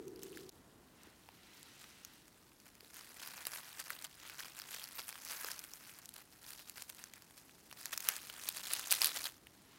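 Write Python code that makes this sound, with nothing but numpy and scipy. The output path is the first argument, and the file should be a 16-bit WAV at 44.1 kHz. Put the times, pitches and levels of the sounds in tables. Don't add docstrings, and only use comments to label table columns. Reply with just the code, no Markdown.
import sys
import numpy as np
from scipy import signal
from scipy.fft import rfft, irfft
from scipy.io import wavfile
from scipy.ndimage import uniform_filter1d

SR = 44100
rng = np.random.default_rng(int(sys.argv[2]) if len(sys.argv) > 2 else 0)


def unload_wav(signal):
    wavfile.write(
        sys.argv[1],
        SR,
        np.round(np.clip(np.atleast_2d(signal).T, -1, 1) * 32767).astype(np.int16),
    )


N = 431298
CUT_S = .502

# (frequency [Hz], relative density [dB])
LEAF_COLOUR = [(2400, -8), (4400, 0), (7000, -3), (11500, 0), (14500, -1), (16400, -4)]
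# (frequency [Hz], relative density [dB])
BODY_COLOUR = [(250, -17), (500, -7.5), (1000, -1.5), (1600, 2), (2500, -1), (3500, -11.5)]


def undb(db):
    return 10 ** (np.asarray(db) / 20)


def rms1(x):
    return x / np.sqrt(np.mean(x ** 2, axis=-1, keepdims=True))


def colour(x, points):
    hz, db = np.transpose(points)
    f_hz = np.maximum(np.fft.rfftfreq(x.shape[-1], 1 / SR), 1)
    gain = undb(np.interp(np.log(f_hz), np.log(hz), db, left=-80, right=-80))
    return irfft(rfft(x) * gain, x.shape[-1])


def curves(rows):
    s, *columns = np.transpose(rows)
    return [np.interp(np.arange(N) / SR, s, c) for c in columns]


def walk(rate_hz):
    hold = int(SR / rate_hz)
    steps = np.repeat(rng.standard_normal(N // hold + 1), hold)
    return rms1(uniform_filter1d(uniform_filter1d(steps, hold), hold)[:N])


def stirring():
    # (time [s], drive [dB, before each layer's offset])
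    stir = [(0, -70.5), (.45, -79), (.52, -79), (1.75, -65.5), (2.3, -71), (2.9, -71.5), (3.2, -55.5),
            (4.0, -57.5), (4.1, -82), (4.9, -60), (5.6, -58), (6.05, -64), (6.25, -71.5), (7.3, -69),
            (7.75, -66.5), (8.3, -54.5), (8.85, -50), (9.28, -64), (9.33, -71), (9.78, -71)]
    # (time of peak [s], peak drive [dB, before offsets], length [s])
    strokes = [(0.232, -59.5, 0.12), (0.357, -57.5, 0.26), (1.823, -58.5, 0.16), (2.664, -60, 0.065),
               (2.963, -55, 0.25), (3.223, -52.5, 0.088), (3.258, -56, 0.025), (3.384, -57.5, 0.23),
               (3.542, -47, 0.16), (3.799, -45, 0.031), (3.923, -54, 0.26), (4.044, -45.5, 0.034),
               (4.263, -53, 0.4), (4.401, -44, 0.065), (4.459, -50, 0.075), (4.569, -53.5, 0.15),
               (4.75, -49, 0.33), (4.986, -49.5, 0.12), (5.081, -47, 0.051), (5.313, -48.5, 0.37),
               (5.493, -48, 0.15), (5.898, -54, .06), (6.177, -52.5, 0.078), (6.33, -62.5, 0.081),
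               (6.489, -53, 0.19), (6.589, -54.5, 0.089), (6.683, -56.5, 0.084), (6.785, -52, 0.11),
               (6.892, -55.5, 0.06), (7.002, -54, 0.16), (7.166, -61, 0.14), (7.379, -53.5, 0.029),
               (7.832, -53.5, 0.25), (7.932, -41.5, 0.031), (8.092, -43.5, 0.2), (8.456, -46.5, 0.15),
               (8.57, -45.5, 0.061), (8.637, -49, 0.042), (8.727, -43, 0.27), (8.938, -38, 0.11),
               (9.033, -32.5, 0.11), (9.168, -42, 0.13), (9.257, -41, 0.067)]
    rise_share, edge_db = 0.37, -13
    t = np.arange(0, N, 32) / SR
    power = 0
    for peak_s, peak_db, length_s in strokes:
        away = np.where(t < peak_s, (peak_s - t) / rise_share, (t - peak_s) / (1 - rise_share)) / length_s
        power = power + undb(2 * (peak_db + edge_db * away))
    steady_power = undb(2 * curves(stir)[0])
    return 10 * np.log10(np.interp(np.arange(N) / SR, t, power) + steady_power)


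def rustle(stir_db, body_db, tilt_db, level_db=-7.5, flutter_db=2.8, own_db=2.5, patch_db=2.6, drift_db=1.2):
    hiss = colour(rng.standard_normal(N), LEAF_COLOUR)
    tilt_db = tilt_db + drift_db * walk(12.)
    crisp = 0
    for band_hz in 2300 * 1.3 ** np.arange(9):
        octaves = max(np.log2(band_hz / 4000), 0)
        band_db = own_db * walk(70.) + patch_db * walk(12.) + tilt_db * octaves
        band = colour(hiss, [(band_hz / 1.6, -30), (band_hz, 0), (band_hz * 1.6, -30)])
        crisp = crisp + undb(band_db) * band
    papery_gain = undb(body_db + own_db * walk(50.) + patch_db * walk(11.))
    papery = papery_gain * rms1(colour(rng.standard_normal(N), BODY_COLOUR))
    return undb(stir_db + level_db + flutter_db * walk(120.)) * (rms1(crisp) + papery)


def cracks(s, peak_db, ring_hz, body_db, t60_s, ring_db, ragged_db, tail_db):
    grain_len = 512
    lead = grain_len // 4
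    t = (np.arange(grain_len) - lead) / SR
    chance = rng.standard_normal((len(s), 2 * grain_len + 1))
    length_s = t60_s * np.exp(.35 * chance[:, -1:])

    envelope = 1000. ** (-np.abs(t) / length_s * np.where(t < 0, 6, 1))
    envelope = envelope + undb(tail_db) * 1000. ** (-np.abs(t) / (7 * length_s))
    ragged = undb(ragged_db * rms1(uniform_filter1d(chance[:, grain_len:-1], size=12)))
    burst = chance[:, :grain_len] * envelope * ragged

    f_hz, hz = np.fft.rfftfreq(grain_len, 1 / SR), ring_hz[:, None]
    resonance = 1 / (1 + 2j * (f_hz / hz - hz / (f_hz + 1))) ** 2
    ring = irfft(rfft(burst) * resonance, grain_len)

    ring_gain = undb(ring_db - 3.5 * np.log2(hz / 4000))
    crisp = rms1(rms1(colour(burst, LEAF_COLOUR)) + ring_gain * rms1(ring))
    grain = crisp + undb(body_db)[:, None] * rms1(colour(burst, BODY_COLOUR))
    grain *= signal.windows.tukey(grain_len, .4)
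    loudest_rms = np.sqrt(uniform_filter1d(grain ** 2, size=24).max(axis=1, keepdims=True))
    grain *= undb(peak_db)[:, None] / (2 * loudest_rms)

    out = np.zeros(N + 2 * grain_len)
    np.add.at(out, (s * SR).astype(int)[:, None] + np.arange(grain_len), grain)
    return out[lead:N + lead]


def crackle(stir_db, body_db, tilt_db, count=4500, spread_db=5., lift_db=4.5, most_db=12.):
    chance = rng.random((count, 4))
    at = (chance[:, 0] * (N - 1)).astype(int)
    excess_db = -spread_db * np.log(1 - chance[:, 1])
    peak_db = stir_db[at] + lift_db + most_db * np.tanh(excess_db / most_db)
    ring_hz = np.minimum(3820.0 * 3.65 ** chance[:, 2] * undb(tilt_db[at]), 15000)
    grain_body_db = body_db[at] + 16. * (chance[:, 3] - .5)
    return cracks(at / SR, peak_db, ring_hz, grain_body_db, t60_s=.003, ring_db=1., ragged_db=3., tail_db=-15.)


def snaps():
    # (time [s], nominal peak [dB], ring [Hz], papery body re crisp part [dB])
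    snap_rows = [(0.081, -42, 6800, -21), (0.16, -45, 4630, -20), (0.193, -43, 4800, -7),
                 (0.233, -31.5, 6160, -14), (0.373, -37, 1710, -24), (0.493, -36, 4960, -24),
                 (1.034, -44, 8000, -16), (1.071, -46.5, 355, -16), (1.289, -40, 850, 0),
                 (1.63, -38, 8100, -26), (2.049, -31.5, 6060, -14), (1.842, -38.5, 3500, 2),
                 (2.281, -45, 6040, -4), (2.519, -52.5, 2200, 7), (2.601, -46.5, 4980, -12),
                 (2.689, -48, 4800, -1), (2.753, -45, 6030, -7), (2.807, -39.5, 4860, -4),
                 (2.829, -51, 400, -15), (2.847, -44.5, 3640, -8), (2.943, -39, 9840, -13),
                 (3.01, -38, 5000, -4), (3.275, -31, 12000, -9), (3.453, -31, 4550, -7),
                 (3.469, -21.5, 12700, -10), (3.572, -34, 6670, -26), (3.802, -30, 8410, -28),
                 (3.904, -24, 1640, -17), (3.99, -35.5, 3930, -22), (4.044, -30, 9000, -23),
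                 (4.024, -35, 8740, -18), (4.298, -33, 1690, -34), (4.405, -31, 1500, -25),
                 (4.59, -31.5, 6900, -12), (4.599, -30.5, 5040, -4), (4.618, -32.5, 5090, -7),
                 (4.746, -33, 6170, -34), (4.84, -32, 4800, -18), (4.994, -27.5, 5000, -1),
                 (5.091, -28, 9800, -8), (5.127, -33, 4900, 1), (5.156, -34.5, 3000, 7),
                 (5.25, -30, 11900, -29), (5.319, -29, 10200, -20), (5.411, -32, 8000, -4),
                 (5.446, -26.5, 5030, -1), (5.446, -41, 432, -20), (5.485, -34, 1790, -6),
                 (5.516, -27, 4800, -12), (5.592, -30, 6300, -31), (5.64, -32, 8500, -9),
                 (5.736, -31.5, 5840, -34), (5.988, -36.5, 13200, -10), (6.057, -36.5, 6600, -25),
                 (6.091, -33.5, 9300, -19), (6.14, -37, 10400, -28), (6.164, -36, 4000, -6),
                 (6.43, -42, 10900, -25), (6.534, -37, 4390, -15), (6.697, -29, 12300, -16.5),
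                 (6.781, -37.5, 4030, 4), (6.822, -28.5, 9500, -12), (6.899, -30.5, 10100, -10),
                 (6.948, -41.5, 10100, -26), (7.04, -30, 6300, -8), (7.137, -35.5, 7490, -5),
                 (7.222, -41, 5060, -6), (7.309, -44.5, 9000, -2), (7.495, -43.5, 3000, 1),
                 (7.713, -37.5, 3380, -3), (7.727, -34.5, 4820, 0), (7.857, -23, 6700, -9),
                 (7.933, -32, 3460, -6), (7.977, -21.5, 6070, -11.5), (8.005, -27.5, 6780, -14),
                 (8.088, -9.5, 12300, -12.5), (8.093, -29, 11500, -18), (8.165, -28.5, 8300, -20),
                 (8.299, -30.5, 3600, -3), (8.488, -21.5, 13100, -32), (8.489, -18, 14300, -16),
                 (8.566, -36, 3930, -15), (8.722, -33, 3780, -12), (8.67, -29.5, 3980, -33),
                 (8.735, -15.5, 10400, -18), (8.795, -24, 9260, -7), (8.873, -29, 6890, -9),
                 (8.909, -18, 6040, -26), (8.914, -14, 10600, -21), (8.919, -16.5, 9100, -8),
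                 (8.924, -9.5, 9700, -10.5), (8.936, -26, 3350, -27), (8.949, -27, 3820, -24),
                 (9.018, -10.5, 4860, -10), (9.045, -10.5, 11600, -14), (9.058, -13.5, 12000, -29),
                 (9.071, -18.5, 9420, -15), (9.174, -27, 6620, -27), (9.242, -24.5, 10500, -33),
                 (9.47, -38.5, 3100, -1)]
    return cracks(*np.transpose(snap_rows), t60_s=.0042, ring_db=-2., ragged_db=2., tail_db=-21.)


def creaks():
    # (start [s], nominal peak of each tick [dB])
    creak_rows = [(4.954, -36), (5.379, -45)]
    slip_rate_hz, ring_hz, slips = 140, 14200, 6
    s, peak_db = (np.repeat(c, slips) for c in np.transpose(creak_rows))
    s = s + np.tile(np.arange(slips), len(creak_rows)) / slip_rate_hz
    return cracks(s, peak_db, ring_hz + 0 * s, -30 + 0 * s, t60_s=.004, ring_db=22., ragged_db=1., tail_db=-30.)


def sleeve(octave_db=-4.0):
    # (time [s], level [dB], centre [Hz])
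    swish = [(.9, -77, 2000), (1.05, -64, 2010), (1.2, -74.5, 2150), (1.5, -64, 2770), (1.85, -63.5, 3170),
             (2.15, -67, 3230), (2.4, -81, 2410), (9.6, -76, 2500), (9.72, -67.5, 2500)]
    level_db, centre_hz = curves(swish)
    bands_hz = 500 * 2 ** np.arange(0, 4.6, .5)
    total = 0
    for hz in bands_hz:
        band = rms1(colour(rng.standard_normal(N), [(hz / 2, -20), (hz, 0), (hz * 2, -20)]))
        total = total + band * undb(octave_db * np.log2(hz / centre_hz) ** 2)
    return undb(level_db) * rms1(total)


def hum():
    # (time [s], level before throb [dB])
    hum_level = [(0.0, -49), (0.384, -54.5), (0.5, -62.5)]
    # (frequency [Hz], relative density [dB])
    hum_colour = [(60, -44), (146, -14), (238, -12), (393, 5.5), (519, -13.5), (566, -49), (780, -57)]
    throb_db = 1
    level_db = curves(hum_level)[0] + throb_db * walk(43.)
    return undb(level_db) * rms1(colour(rng.standard_normal(N), hum_colour)) * (np.arange(N) < CUT_S * SR)


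def tones(waver=.012, level_drift_db=2, fade_s=.2):
    # (start [s], end [s], mean frequency [Hz], rms level before drift [dB])
    tone_rows = [(3.2, 4.8, 153, -80), (8.3, 9.78, 297, -78)]
    t = np.arange(N) / SR
    total = 0
    for start_s, end_s, hz, level_db in tone_rows:
        gain = undb(level_db + level_drift_db * walk(5.))
        fade = np.clip(np.minimum(t - start_s, end_s - t) / fade_s, 0, 1)
        phase = 2 * np.pi * np.cumsum(hz * (1 + waver * walk(4.))) / SR
        total = total + gain * fade * np.sqrt(2) * np.sin(phase)
    return total


def air(hiss_db=-72.5):
    # (time [s], level [dB])
    murmur_level = [(.5, -63.5), (1.2, -66.5), (3.5, -69.5), (7.5, -68.5), (8.8, -67.5), (9.78, -67)]
    # (frequency [Hz], relative density [dB])
    murmur_colour = [(20, -20), (40, -6), (60, -2), (145, -0.5), (300, -0.5), (550, -9.5), (900, -9.5),
                     (2000, -20), (2600, -47)]
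    # (frequency [Hz], relative density [dB])
    hiss_colour = [(500, -3), (2500, 1), (6000, 1), (11000, 0.5), (16500, -4)]
    murmur = undb(curves(murmur_level)[0]) * rms1(colour(rng.standard_normal(N), murmur_colour))
    return murmur + undb(hiss_db) * rms1(colour(rng.standard_normal(N), hiss_colour))


def scene():
    # (time [s], papery body re crisp part [dB], treble tilt above 4 kHz [dB per octave])
    litter = [(0.3, -12.5, -2.5), (3.5, -4, -0.5), (4.3, -5, -3), (5.3, -5.5, 0.5), (6.3, -6.5, 0),
              (7.5, -7, -0.5), (8.0, -6, -1.5), (8.7, -7.5, -2), (9.2, -8.5, -1)]
    leaves = stirring(), *curves(litter)
    picking = snaps() + creaks() + crackle(*leaves) + rustle(*leaves)
    return (picking + sleeve() + hum() + tones() + air())[None]


def record(dry):
    fade_in_s, top_hz = .03, 15900
    t = np.arange(N) / SR - CUT_S
    cut = np.where(t < 0, 1, np.clip(t / fade_in_s, 0, 1))
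    low_pass = signal.ellip(10, .2, 70, top_hz, fs=SR, output="sos")
    return signal.sosfilt(low_pass, dry * cut)


dry = scene()
out = record(dry)
unload_wav(out)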